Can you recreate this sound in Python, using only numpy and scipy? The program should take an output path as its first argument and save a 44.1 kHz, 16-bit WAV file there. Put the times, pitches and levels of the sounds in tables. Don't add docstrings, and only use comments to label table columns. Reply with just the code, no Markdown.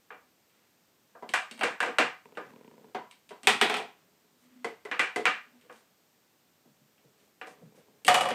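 import sys
import numpy as np
from scipy import signal
from scipy.fft import rfft, irfft, next_fast_len
from scipy.io import wavfile

SR = 44100
rng = np.random.default_rng(int(sys.argv[2]) if len(sys.argv) > 2 else 0)


def int16_out(signal):
    q = np.round(np.clip(np.atleast_2d(signal).T, -1, 1) * 32767)
    wavfile.write(sys.argv[1], SR, q.astype(np.int16))


def gain_from_decibels(decibels):
    exponent = np.asarray(decibels, float) / 20
    return 10 ** exponent


N = 367792


def rms_one(x):
    return x / np.sqrt(np.mean(x ** 2, axis=-1, keepdims=True) + 1e-20)


def band(x, low_hz, high_hz, order=2):
    sos = signal.butter(order, [low_hz, min(high_hz, SR * .45)], "band", fs=SR, output="sos")
    return signal.sosfilt(sos, x)


def resonate(x, hz, width_hz):
    r = np.exp(-np.pi * width_hz / SR)
    poles = [1, -2 * r * np.cos(2 * np.pi * hz / SR), r * r]
    return signal.lfilter(np.array([1, 0, -1]) * (1 - r * r) / 2, poles, x)


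# f/Hz, level/dB (density per Hz)
HISS_SPECTRUM = [(35, -49), (70, -9), (190, 1.5), (1400, -8.5), (8320, -13.5), (10000, -21), (14600, -11),
                 (16000, -31)]


def hiss():
    hz = np.fft.rfftfreq(N, 1 / SR)
    points = np.array(HISS_SPECTRUM)
    shape = gain_from_decibels(np.interp(np.log(hz + 1), np.log(points[:, 0]), points[:, 1]))
    noise = irfft(rfft(rng.standard_normal(N)) * shape, N)
    return gain_from_decibels(-68.5) * rms_one(noise)


def swells(table, attack_s=0.0092, release_s=0.058):
    t = np.arange(N) / SR
    out = np.zeros(N)
    for start_s, hold_s, level_db in table:
        corners_s = np.cumsum([start_s, attack_s, hold_s, release_s])
        out += gain_from_decibels(level_db) * np.interp(t, corners_s, [0, 1, 1, 0])
    return out


def grains(per_s, spread_db):
    sizes = gain_from_decibels(spread_db * np.minimum(rng.exponential(1, N), 4)) * rng.choice([-1, 1], N)
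    return sizes * (rng.random(N) < per_s / SR) + 1e-18


# start t/s, length t/s, level/dB
RUSTLES = [(4.38, 0.067, -76.5), (5.7, 0.078, -71), (7.17, 0.087, -77.5), (7.459, 0.038, -66.5),
           (7.749, 0.031, -72)]


def fur_rustles():
    hairs = grains(per_s=8000, spread_db=3.5)
    return swells(RUSTLES) * rms_one(band(hairs, 3800, 10000))


# start t/s, length t/s, level/dB
SCUFFS = [(.49, 0.18, -76), (1.09, 0.041, -79), (2.45, .3, -81), (3.95, 0.079, -75.5), (4.42, 0.21, -73.5),
          (5.479, .2, -73.5), (5.759, 0.091, -78), (7.159, 0.07, -76), (7.48, 0.07, -78),
          (7.75, 0.05, -70.5)]


def paw_scuffs():
    catches = grains(per_s=1000, spread_db=1.0)
    return swells(SCUFFS) * rms_one(band(catches, 1000, 3040))


# start t/s, length t/s, level/dB
HUMS = [(4.27, .02, -79), (4.42, 0.06, -58), (5.38, 0.043, -65)]


def box_hums():
    hz, width_hz = 245.5, 13.4
    rubbing = grains(per_s=6000, spread_db=-2)
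    hum = resonate(resonate(rubbing, hz, width_hz), hz, 3 * width_hz)
    return swells(HUMS, attack_s=0.15) * rms_one(hum)


# start t/s, length t/s, level/dB
ROLLS = [(2.25, 0.23, -61), (2.42, .48, -64), (3.95, 0.171, -73.5), (4.2, 0.45, -74.5),
         (5.45, 0.235, -69.5), (5.75, 0.152, -82), (7.0, 0.29, -74), (7.46, 0.207, -65), (7.72, 0.277, -68)]
# f/Hz, width f/Hz, level/dB
RUMBLE_MODES = [(174.6, 75, 1), (282, 120, 3.5), (413, 33, 2.5), (536, 99, -10.5), (950, 250, -60)]


def rolling_rumble():
    bumps = grains(per_s=900, spread_db=2.5)
    rumble = np.zeros(N)
    for hz, width_hz, level_db in RUMBLE_MODES:
        rumble += gain_from_decibels(level_db) * resonate(bumps, hz, width_hz) / np.sqrt(width_hz)
    return swells(ROLLS) * rms_one(rumble)


BLOW_SIZE, HEAD_SIZE = 14000, 1300


def strike(modes, spot, contact_hz, scatter_db, modes_in_room):
    t = np.arange(BLOW_SIZE) / SR
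    ringing = np.zeros((len(spot), BLOW_SIZE))
    for (hz, peak_db, t60), where in zip(modes, spot.T):
        height = 2 * np.log(1000) / (t60 * SR) * gain_from_decibels(peak_db + scatter_db * where)
        ringing += np.outer(height, np.cos(2 * np.pi * hz * t) * gain_from_decibels(-60 * t / t60))
    click = t == 0
    both = np.array([click + ringing, click + modes_in_room * ringing])
    return signal.lfilter([1], [1, -np.exp(-2 * np.pi * contact_hz / SR)], both)


# low f/Hz, high f/Hz, room t60 t/s, room level/dB
BLOW_BANDS = [(1212, 3024, 0.31, -21), (242, 600, 0.18, -23.5), (591.7, 1150, 0.32, -21),
              (3056, 6800, 0.29, -20.5), (6980, 10000, 0.27, -23.5), (116, 280, 0.28, -20.5),
              (10600, 15600, .2, -22.5)]
POLARITY = [1, 1, -1, -1, 1, -1, -1]
FOLLOWS = [(0, 1, 0.0081, 0.16, 0.0061, 0.61, 0), (0, 0.039, 0.0074, 0.82, 0.92, 0.1, 0.83),
           (0, 0.0098, 0.89, 0, 0.033, 0.27, 0.098)]
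# attack rms under the peak in each band, level/dB
COLOUR_DB = dict(ball=(-13, -7, -6, -12, -19.5, -27, -31.5),
             side=(-13, -8.5, -6.5, -11, -19.5, -22.5, -28.5),
             end=(-13.5, -9, -7.5, -16.5, -17.5, -28, -32), box=(-12, -5, -11, -14.5, -16.5, -21, -28),
             pocket=(-14.5, -13.5, -7.5, -12.5, -14.5, -17, -27.5),
             claw=(-16.5, -8.5, -30, -9.5, -15.5, -24.5, -28),
             touch=(-14.5, -13.5, -11.5, -16, -16, -13.5, -26.5),
             floor=(-23.5, -12.5, -19, -45, -42, -14.5, -54), paw=(-28, -9, -19, -40.5, -42, -2.5, -45))


def blows(table, kind, modes, contact_hz, rattle_s, rattle_db, scatter_db, wet_db,
          modes_in_room=0.93, follows=FOLLOWS):
    rows, t = np.array(table), np.arange(BLOW_SIZE) / SR
    echoes = rng.standard_normal((len(rows), BLOW_SIZE))
    spot = np.tanh(rng.standard_normal((len(rows), len(modes))))
    body, radiated = strike(modes, spot, contact_hz, scatter_db, modes_in_room)
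    size = next_fast_len(BLOW_SIZE + 3 * HEAD_SIZE)
    spectrum = rfft(radiated, size)
    rattle = gain_from_decibels(rattle_db) * np.exp(-t / rattle_s)
    build_up = 1 - np.exp(-t / 0.0047)
    shares = np.array(follows)[:rows.shape[1] - 2]
    levels_db = rows[:, 1:2] + rows[:, 2:] @ shares + COLOUR_DB[kind]
    sound = np.zeros((len(rows), BLOW_SIZE))
    for level_db, sign, (low_hz, high_hz, t60, room_db) in zip(levels_db.T, POLARITY, BLOW_BANDS):
        tail = echoes * (rattle + build_up * gain_from_decibels(room_db + wet_db - 60 * t / t60))
        echoed = irfft(spectrum * rfft(tail, size), size)[:, :BLOW_SIZE]
        part = band(body + echoed, low_hz, high_hz)
        part = part * (1 - np.exp(-(t + 1 / SR) * (low_hz / 500) ** 3 / 0.0033 - .1))
        head = np.sqrt(np.mean(part[:, :HEAD_SIZE] ** 2, axis=1))
        sound += part * (sign * gain_from_decibels(level_db) / head)[:, None]
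    out = np.zeros(N + BLOW_SIZE)
    for start_s, blow in zip(rows[:, 0], sound):
        start = round(start_s * SR)
        out[start:start + BLOW_SIZE] += blow
    return out[:N]


# t/s, peak level/dB, bass weight level/dB
PAW_STEPS = [(5.639, -58, -19), (6.653, -55, -15), (6.803, -71, 8), (6.878, -72, -6.5), (7.042, -60.5, 0),
             (7.221, -68, -11), (7.613, -49.5, -3), (7.775, -52.5, -26)]
# f/Hz, peak over the click level/dB, t60 t/s
PAW_MODES = [(146.6, 34, 0.073), (208, 29, 0.1), (470, 27, 0.022), (726, 5.35, 0.033)]
PAW_FOLLOWS = [(0, 0, 0, 0, 0, 1, 0)]


def paw_steps():
    return blows(PAW_STEPS, "paw", PAW_MODES, contact_hz=795, rattle_s=0.013, rattle_db=-19.0,
                 scatter_db=9.0, wet_db=-5.0, follows=PAW_FOLLOWS)


# t/s, peak level/dB, depth level/dB
ROLL_BUMPS = [(2.256, -42, -15), (2.322, -48.5, -4), (2.505, -46.5, -7), (2.536, -48, 0), (2.561, -46, -4),
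              (2.61, -50, 1), (2.646, -47.5, -2), (2.678, -46, -1.5), (2.713, -49, -7), (2.738, -52.5, 2),
              (2.779, -50, 2), (2.844, -48.5, 2), (7.722, -58.5, 1), (7.747, -57.5, 3), (7.883, -59, 2.5),
              (7.949, -62.5, -2)]
# f/Hz, peak over the click level/dB, t60 t/s
FLOOR_MODES = [(240, 4, .04), (430, 9, .03), (500, 6, .03), (960, 11, .025), (2200, 4, .004)]


def roll_ticks():
    return blows(ROLL_BUMPS, "floor", FLOOR_MODES, contact_hz=2500, rattle_s=0.0013, rattle_db=-12.5,
                 scatter_db=-5.0, wet_db=-16)


# t/s, peak level/dB, depth level/dB, hardness level/dB
CLAW_TAPS = [(0.495, -62, -21, -10), (1.291, -32.5, -13, -13), (1.512, -35.5, -10.5, -8),
             (3.1113, -43, -25, -9), (3.2916, -45, -15.5, -8), (5.6121, -55, -24, -8.5),
             (5.7264, -59, 1, -2), (5.7584, -57.5, -7, -9), (6.9804, -56.5, -12.5, -36),
             (7.1992, -64, -14, -4)]
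# f/Hz, peak over the click level/dB, t60 t/s
CLAW_MODES = [(227, 14, 0.087), (2300, 7, .01), (2760, 12, .025), (3120, 8, 0.0062), (3800, 9, 0.02),
              (4450, 8.2, .015), (8300, 9, .003)]


def claw_taps():
    return blows(CLAW_TAPS, "claw", CLAW_MODES, contact_hz=5000, rattle_s=0.0031, rattle_db=-12.5,
                 scatter_db=3.0, wet_db=1.0)


# t/s, peak level/dB, depth level/dB, hardness level/dB, side knock level/dB
FIRST_TOUCHES = [
    (1.577, -45, -19, -7, -2),
    (1.593, -37, -5, -8, -10),
    (1.6108, -21, -27.5, -23, 1),
    (2.353, -50, -7, -21, -13),
    (3.4328, -38.5, -5, -4, -12.5),
    (8.0486, -30.5, -3.5, -0.5, -26),
    (8.0674, -31.5, -14, 6, -25),
]


def first_touches():
    return blows(FIRST_TOUCHES, "touch", CLAW_MODES, contact_hz=6000, rattle_s=0.002, rattle_db=-15,
                 scatter_db=3.0, wet_db=0.0)


# t/s, peak level/dB, depth level/dB, hardness level/dB, side knock level/dB
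SIDE_KNOCKS = [
    (1.2241, -49.5, 9.5, -16, 13),
    (2.9473, -32.5, 0, -18.5, 2.5),
    (3.3069, -44.5, 3.5, -16.5, 2),
]
# f/Hz, peak over the click level/dB, t60 t/s
SIDE_MODES = [(237, 3, .1), (417, 14, .06), (462, 8, .06), (735, 6, .05), (978, 16, .07), (1570, 4, .03),
              (2020, 21, .09), (3200, 9, .03), (4480, 8, .03)]
BOARD_MODES_IN_ROOM = .35


def side_knocks():
    return blows(SIDE_KNOCKS, "side", SIDE_MODES, contact_hz=1900, rattle_s=0.0072, rattle_db=-15.5,
                 scatter_db=1.5, wet_db=2.5, modes_in_room=BOARD_MODES_IN_ROOM)


# t/s, peak level/dB, depth level/dB, hardness level/dB, side knock level/dB
END_KNOCKS = [
    (4.6452, -24.5, -3.5, -14.5, -9),
    (4.8511, -35, -1, -14.5, -7),
    (5.1602, -21, -4.5, -12.5, -10.5),
]
# f/Hz, peak over the click level/dB, t60 t/s
END_MODES = [(237, 4.2, .1), (433, 20, 0.041), (448, 19, 0.06), (717, 14, 0.084), (1020, 4, 0.033),
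             (1570, 4, 0.011), (2020, 23.3, 0.036), (3050, 4, 0.037), (4480, 3.5, 0.012)]


def end_knocks():
    return blows(END_KNOCKS, "end", END_MODES, contact_hz=1900, rattle_s=0.005, rattle_db=-13.0,
                 scatter_db=3.5, wet_db=2.5, modes_in_room=BOARD_MODES_IN_ROOM)


# t/s, peak level/dB, depth level/dB, hardness level/dB, side knock level/dB
DROPS = [
    (3.4714, -7, -17.5, -9, -14.5),
    (3.613, -9.5, -14, -13, -14.5),
    (3.6973, -19.5, -10.5, -14.5, -5.5),
    (3.7414, -20, -13, -14, -20),
    (3.7677, -27.5, -14, -10, -2),
    (3.7989, -42, 1, -26, 9.5),
]
# f/Hz, peak over the click level/dB, t60 t/s
BOX_MODES = [(241, 8, .1), (425, 22, 0.074), (502, 11, 0.058), (740, 19, 0.023), (950, 9.6, 0.065),
             (1300, 2, .04), (1930, 3, 0.017), (2340, 1.7, .015), (2500, 4, .02), (3354, 1, 0.0033),
             (8300, 7.7, .003)]


def box_drops():
    return blows(DROPS, "box", BOX_MODES, contact_hz=9230, rattle_s=0.003, rattle_db=-12.5,
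                 scatter_db=-1.5, wet_db=2.0)


# t/s, peak level/dB, depth level/dB, hardness level/dB, side knock level/dB
POCKET_DROPS = [
    (8.08, -7, -23.5, -13, -5.5),
    (8.1424, -11, -23, -11.5, -7),
    (8.2089, -18.5, -15.5, -12, -1.5),
    (8.2552, -23.5, -12, -17.5, -1),
    (8.288, -27.5, -30, -10.5, 0),
    (8.3054, -23, 1, -21, -12),
]
# f/Hz, peak over the click level/dB, t60 t/s
POCKET_MODES = [(522, 23.7, 0.033), (727.5, 25.4, 0.092), (1164, 13, 0.036), (1242, 11, 0.058),
                (1854, 9.9, 0.022), (2350, 8.9, 0.01), (2934, 24.2, 0.078), (3280, 5.8, 0.018),
                (4700, 1.4, 0.018), (8330, 3.8, 0.0072)]


def pocket_drops():
    return blows(POCKET_DROPS, "pocket", POCKET_MODES, contact_hz=9500, rattle_s=0.0041, rattle_db=-12.5,
                 scatter_db=-1.0, wet_db=3.0, modes_in_room=BOARD_MODES_IN_ROOM)


# t/s, peak level/dB, depth level/dB, hardness level/dB, side knock level/dB
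CLACKS = [(0.1047, -37, -11.5, -57, -8), (1.1509, -56, 3.5, -33, 9.5), (1.3374, -13.5, -29.5, -12, -14.5),
          (1.634, -15, -10.5, -14.5, -19), (1.8036, -16, -20, -16.5, -17.5),
          (1.8292, -23.5, -17.5, -13.5, -3.5), (1.8609, -32.5, 1.5, -13, -12), (1.8835, -34, -5.5, -18, -8),
          (1.9847, -10, -13, -15, -15.5), (2.372, -32, -3.5, -21.5, -5.5), (4.9139, -20, -18.5, -25, -20.5),
          (4.9942, -11, -22.5, -17.5, -23.5), (5.255, -9, -21, -19.5, -22.5), (5.697, -44, -4, -34, -3),
          (7.4137, -31.5, -12.5, -23.5, -14.5), (7.4716, -52, 3.5, 2, 7)]
# f/Hz, peak over the click level/dB, t60 t/s
BALL_MODES = [(484.6, 9, 0.06), (750, 9.5, 0.15), (1020, -10, 0.017), (1223, 8.5, 0.063),
              (1620, 9.5, 0.0081), (1955, 6.5, 0.01), (2353, 12, .015), (2720, 7, .015),
              (8050, 1.5, 0.0013)]


def ball_clacks():
    return blows(CLACKS, "ball", BALL_MODES, contact_hz=1900, rattle_s=0.0035, rattle_db=-16.0,
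                 scatter_db=4.0, wet_db=0.0)


def scene():
    moves = fur_rustles() + paw_scuffs() + box_hums() + rolling_rumble()
    cat = paw_steps() + claw_taps()
    balls = roll_ticks() + first_touches() + side_knocks() + end_knocks()
    balls += box_drops() + pocket_drops() + ball_clacks()
    return (moves + cat + balls)[None]


def top_cut(x):
    return signal.sosfilt(signal.butter(12, 16420, fs=SR, output="sos"), x)


def record(dry):
    thin = signal.sosfilt(signal.butter(3, 125, "high", fs=SR, output="sos"), dry)
    thin = signal.sosfilt(signal.cheby2(8, 30, 15900, fs=SR, output="sos"), thin)
    return top_cut(thin + hiss())


dry = scene()
out = record(dry)
int16_out(out)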